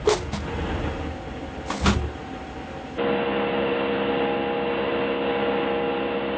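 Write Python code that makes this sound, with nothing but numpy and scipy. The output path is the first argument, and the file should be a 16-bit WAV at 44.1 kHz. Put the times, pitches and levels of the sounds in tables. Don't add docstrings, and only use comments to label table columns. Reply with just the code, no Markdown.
import sys
import numpy as np
from scipy import signal
from scipy.fft import rfft, irfft, next_fast_len
from scipy.io import wavfile

SR = 44100
rng = np.random.default_rng(int(sys.argv[2]) if len(sys.argv) > 2 else 0)


def wav_record(signal):
    frames = np.transpose(np.atleast_2d(signal))
    bounded = np.clip(frames, -1, 1)
    quanta = np.round(bounded * 32767).astype(np.int16)
    wavfile.write(sys.argv[1], SR, quanta)


N = 280917
TIME_S = np.arange(N) / SR


def from_db(db):
    return 10 ** (np.asarray(db) / 20)


def unit_rms(x):
    return x / np.sqrt(np.mean(x ** 2) + 1e-20)


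def colour(x, spectrum, skirt_db_per_octave=90):
    hz, db = np.transpose(spectrum)
    size = next_fast_len(N)
    octave, known = np.log2(np.arange(size // 2 + 1) * SR / size + 1), np.log2(hz)
    beyond = np.abs(octave - np.clip(octave, known[0], known[-1]))
    gain = from_db(np.interp(octave, known, db) - skirt_db_per_octave * beyond)
    return unit_rms(irfft(rfft(x, size) * gain, size)[:N])


def noise(spectrum):
    return colour(rng.standard_normal(N), spectrum)


def drift(rate_hz, hop=40):
    pole = np.exp(-2 * np.pi * rate_hz * hop / SR)
    white = rng.standard_normal(N // hop + 2002)
    slow = signal.lfilter([1], [1, -2 * pole, pole * pole], white)[2000:]
    return np.interp(np.arange(N) / hop, np.arange(len(slow)), unit_rms(slow))


def tone(hz, waver, rate_hz):
    turns = np.cumsum(hz * np.ones(N)) / SR + rng.random()
    level = 1 + waver * drift(rate_hz)
    return unit_rms(level * np.sin(2 * np.pi * turns + waver * drift(rate_hz)))


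def burst(start_s, rise_s, hold_s, t60_s):
    age_s = TIME_S - start_s
    return np.clip(age_s / rise_s, 0, 1) * from_db(-60 * np.clip((age_s - hold_s) / t60_s, 0, 2))


def swell(start_s, length_s, fade_s):
    age_s = TIME_S - start_s
    return np.clip(np.minimum(age_s, length_s - age_s) / fade_s, 0, 1)


def enclosure(x, t60_s, wet_db):
    age_s = np.arange(SR // 4) / SR
    echoes = rng.standard_normal(len(age_s)) * from_db(-60 * age_s / t60_s)
    wet = signal.fftconvolve(x, echoes / np.linalg.norm(echoes))[:N]
    return (x + from_db(wet_db) * wet) / np.hypot(1, from_db(wet_db))


# frequency in Hz, relative density in dB.
RUMBLE_SPECTRUM = [(22, -24), (32, -14), (45, 0.5), (62, -1.5), (78, 9), (92, -3.5), (110, -3), (135, -6),
                   (175, -6.5)]
WHIRR_SPECTRUM = [(90, -26.5), (140, -4.5), (200, -4), (290, 1), (350, -4.5), (420, -4.5), (520, -4.5),
                  (640, -9.5), (850, -8.5), (1000, -11.5), (1440, -15), (2280, -16.5), (3300, -21.5),
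                  (4100, -33.5)]
HISS_SPECTRUM = [(3000, -18.5), (3800, 4.5), (5000, 0), (7000, -3.5), (8800, -12.5)]


def spindle(surge_s=0.34, rise_s=0.26, hold_s=0.2, ease_s=0.41, settle_db_per_s=4.5):
    effort = np.interp(TIME_S, surge_s + np.cumsum([0, rise_s, hold_s, ease_s]), [0, 1, 1, 0])
    rumble = from_db(-33 + 6.5 * effort - settle_db_per_s * TIME_S) * noise(RUMBLE_SPECTRUM)
    whirr = from_db(-36 + 7 * effort + drift(17)) * noise(WHIRR_SPECTRUM)
    hiss = from_db(-57.5 + 4 * effort) * noise(HISS_SPECTRUM)
    return rumble + enclosure(whirr + hiss, t60_s=0.17, wet_db=-4.5)


# time in seconds, share of full speed.
RUN_UP = [(0.419, 0.053), (.6, 0.62), (0.759, 0.98), (1.1, 0.97)]
# frequency in Hz, level in dB.
DRIVE_TONES = [(226, -52.5), (269, -43.5), (382, -56.5), (552, -45.5)]
HUM_TONES = [(59.2, -49.5), (720.5, -52.5), (765, -44.5), (4190, -69)]


def drive():
    speed = np.interp(TIME_S, *np.transpose(RUN_UP))
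    turning = sum(from_db(db) * tone(hz * speed, waver=0.59, rate_hz=11) for hz, db in DRIVE_TONES)
    hum = sum(from_db(db) * tone(hz, waver=0.15, rate_hz=3) for hz, db in HUM_TONES)
    return speed * (turning + hum)


# start in seconds, level in dB, rise, hold and t60 in seconds, jet peak in Hz.
VALVE_PUFFS = [(0.046, -34.5, 0.015, .025, 0.18, 900), (0.0897, -25, 0.00092, 0.046, 0.27, 6320),
               (0.317, -31.5, 0.018, 0.024, 0.29, 4500), (1.655, -36, 0.036, 0.26, 0.29, 7030),
               (1.857, -25, 0.0015, 0.015, 0.15, 4370)]
# frequency in Hz, relative density in dB.
AIR_SPECTRUM = [(500, 9.5), (1000, 7.5), (1550, -4.5), (2200, 1), (2750, -10.5), (3500, -3), (4900, -8),
                (6900, -11), (8700, -18)]


def valves(pop_db=4.5, pop_s=0.006, flutter_db=2.0):
    jets = np.zeros(N)
    for start_s, db, rise_s, hold_s, t60_s, peak_hz in VALVE_PUFFS:
        air = noise(AIR_SPECTRUM)
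        peak = signal.lfilter(*signal.iirpeak(peak_hz, Q=1.4, fs=SR), air)
        crack_db = pop_db * np.exp(-np.abs(TIME_S - start_s) / pop_s)
        jets += from_db(db + crack_db) * burst(start_s, rise_s, hold_s, t60_s) * unit_rms(air + peak)
    return jets * from_db(flutter_db * drift(60))


def contact_time_s(pitch_hz, cycles=2.5, longest_s=0.0089):
    return min(cycles / pitch_hz, longest_s)


# frequency in Hz, relative level in dB, t60 in seconds.
STEEL_MODES = [(71.8, -0.5, 0.26), (112.8, -4, 0.44), (151, 2.5, 0.2), (166, -12.5, 0.26), (202.7, 1, 0.25),
               (362, -12, 0.41), (423.2, -2, 0.11), (1034, -2, 0.14), (1125, -2.5, 0.1),
               (1308, -4.5, 0.084), (1410, -3, .1)]


def steel_ring(start_s, ring_db, pitch_hz, reach_octaves=0.21):
    ring = np.zeros(N)
    at, age_s = round(start_s * SR), np.arange(SR) / SR
    attack = np.minimum(age_s / contact_time_s(pitch_hz), 1)
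    for hz, db, t60_s in STEEL_MODES:
        nearness = np.exp(-(np.log2(hz / pitch_hz) / reach_octaves) ** 2 / 2)
        envelope = attack * from_db(ring_db + db - 60 * age_s / t60_s)
        ring[at:at + SR] += nearness * envelope * np.sin(2 * np.pi * hz * age_s)
    return ring


# start in seconds, ring in dB, favoured pitch in Hz, clatter in dB,
# second contact relative to the first in dB.
TURRET_BLOWS = [(0.072, -2.5, 442, -27, -6.5), (.328, -18, 179, -40, -16), (1.701, -29, 1094, -27.5, -17),
                (1.732, -26.5, 210.6, -50, -8), (1.841, -17.5, 214, -26.5, 4),
                (1.858, -15.5, 1280, -21, -6)]
# frequency in Hz, relative density in dB.
CLATTER_SPECTRUM = [(60, -7), (250, 5.5), (600, -2.5), (1100, 2), (1900, -6.5), (3200, -4.5), (5000, -19),
                    (7000, -15.5), (8800, -37.5)]


def turret(second_contact_s=0.0355, clatter_t60_s=0.22, rattle_db=2):
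    ringing, clatter_power = np.zeros(N), np.zeros(N)
    for start_s, ring_db, pitch_hz, clatter_db, second_db in TURRET_BLOWS:
        contact_s = contact_time_s(pitch_hz)
        for at_s, db in [(start_s, 0), (start_s + second_contact_s, second_db)]:
            ringing += steel_ring(at_s, ring_db + db, pitch_hz)
            shake = from_db(clatter_db + db) * burst(at_s, contact_s, contact_s, clatter_t60_s)
            clatter_power += shake ** 2
    rattle = from_db(rattle_db * drift(120))
    return ringing + np.sqrt(clatter_power) * noise(CLATTER_SPECTRUM) * rattle


# start in seconds, level in dB, frequency in Hz, t60 in seconds.
LATCH_SNAPS = [(1.7035, -12, 1000, .014)]


def latch(rise_s=0.001, hold_s=0.0003):
    snap = np.zeros(N)
    for start_s, db, hz, t60_s in LATCH_SNAPS:
        envelope = from_db(db) * burst(start_s, rise_s, hold_s, t60_s)
        snap += envelope * np.sin(2 * np.pi * hz * (TIME_S - start_s))
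    return snap


def shudder(level_db=-27):
    envelope = burst(start_s=1.78, rise_s=0.06, hold_s=0.2, t60_s=0.23)
    return from_db(level_db) * envelope * noise(RUMBLE_SPECTRUM)


# favoured pitch in Hz, first ring in dB.
CABINET_PARTS = [(78, -13.5), (118, -15.5), (345, -14.5)]


def cabinet_rock(start_s=1.862, period_s=0.083, loss_db=3.0, thumps=3):
    return sum(steel_ring(start_s + k * period_s, db - k * loss_db, hz)
               for k in range(thumps) for hz, db in CABINET_PARTS)


CUTTER_HZ = 67.935
# multiple of the turning rate, relative level in dB.
CUTTER_HARMONICS = [(1, -21), (2, -20), (3, -8), (4, -7), (5, -7.5), (6, -27), (7, 1), (8, -8.5), (9, -8.5),
                    (10, -12.5), (11, -17.5), (14, -27.5), (15, -17), (17, -25.5), (20, -20), (23, -20.5),
                    (24, -31)]


def cutter_drone(load_db, level_db=-29, load_share=0.68, wander_db=0.5):
    drone = sum(from_db(db) * tone(k * CUTTER_HZ, waver=0.07, rate_hz=6) for k, db in CUTTER_HARMONICS)
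    return from_db(level_db + load_share * load_db + wander_db * drift(4.8)) * drone


# start in seconds, length in seconds, level in dB.
WHINE_SPELLS = [(2.8, 0.97, -36.5), (3.896, 0.96, -34), (5.053, 1.26, -35)]


def cutter_whine(hz=816, fade_s=0.26):
    envelope = sum(from_db(db) * swell(at_s, length_s, fade_s) for at_s, length_s, db in WHINE_SPELLS)
    return envelope * tone(hz, waver=0.05, rate_hz=4)


# frequency in Hz, relative level in dB.
SQUEAL_TONES = [(2597, -17.5), (2649, -20), (2686, -9.5), (2717.4, -7.5), (2747, -12.5), (2783, -13),
                (2809, -18), (2837, -21.5), (2853, -11), (2989, -13), (3207, -25.5), (3262, -23.5),
                (3921, -20), (3989, -28.5), (4262, -31.5)]


def tool_squeal(load_db, level_db=-37.5, load_share=0.75):
    squeal = sum(from_db(db) * tone(hz, waver=0.42, rate_hz=9.7) for hz, db in SQUEAL_TONES)
    return from_db(level_db + load_share * load_db) * squeal


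def fractures(bite_db, flute_db=0.35, grain_db=0.5):
    angle = 2 * np.pi * CUTTER_HZ * TIME_S
    surge_db = bite_db * np.cos(angle) + flute_db * np.cos(2 * angle)
    return rng.standard_normal(N) * from_db(surge_db + grain_db * drift(300))


# frequency in Hz, relative density in dB.
CHIP_BODY_SPECTRUM = [(30, -39.5), (55, -14.5), (110, -11), (160, -7.5), (205, 1.5), (250, -2.5),
                      (370, -3.5), (450, 2), (590, -2.5), (700, -4.5), (880, -3), (1050, -7), (1700, -10.5),
                      (2000, -8.5)]
CHIP_TOP_SPECTRUM = [(1900, -26), (2100, -3.5), (2400, -2.5), (2780, -2.5), (3100, -4.5), (3450, -8.5),
                     (3700, -9.5), (3830, -25), (4100, -22), (4800, -31.5), (5300, -50.5)]


def chips(load_db, body_db=-29, top_db=-38.5):
    body = from_db(body_db) * colour(fractures(bite_db=1.0), CHIP_BODY_SPECTRUM)
    top = from_db(top_db) * colour(fractures(bite_db=0.0), CHIP_TOP_SPECTRUM)
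    return from_db(load_db) * enclosure(body + top, t60_s=0.2, wet_db=-9.5)


# start in seconds, length in seconds, load change in dB.
LOAD_DIPS = [(4.263, 0.54, -2.5), (5.06, .25, -3), (5.68, 1.0, -2)]


def mill(fade_s=0.14):
    load_db = sum(db * swell(start_s, length_s, fade_s) for start_s, length_s, db in LOAD_DIPS)
    return cutter_drone(load_db) + cutter_whine() + tool_squeal(load_db) + chips(load_db)


def scene(change_s=2.982, crossfade_s=0.011):
    lathe = spindle() + drive() + valves() + turret() + latch() + shudder() + cabinet_rock()
    milling = np.clip((TIME_S - change_s) / crossfade_s + 0.5, 0, 1)
    return ((1 - milling) * lathe + milling * mill())[None]


def record(dry, cutoff_hz=8700):
    return signal.sosfilt(signal.ellip(12, 0.2, 80, cutoff_hz, fs=SR, output="sos"), dry)


dry = scene()
out = record(dry)
wav_record(out)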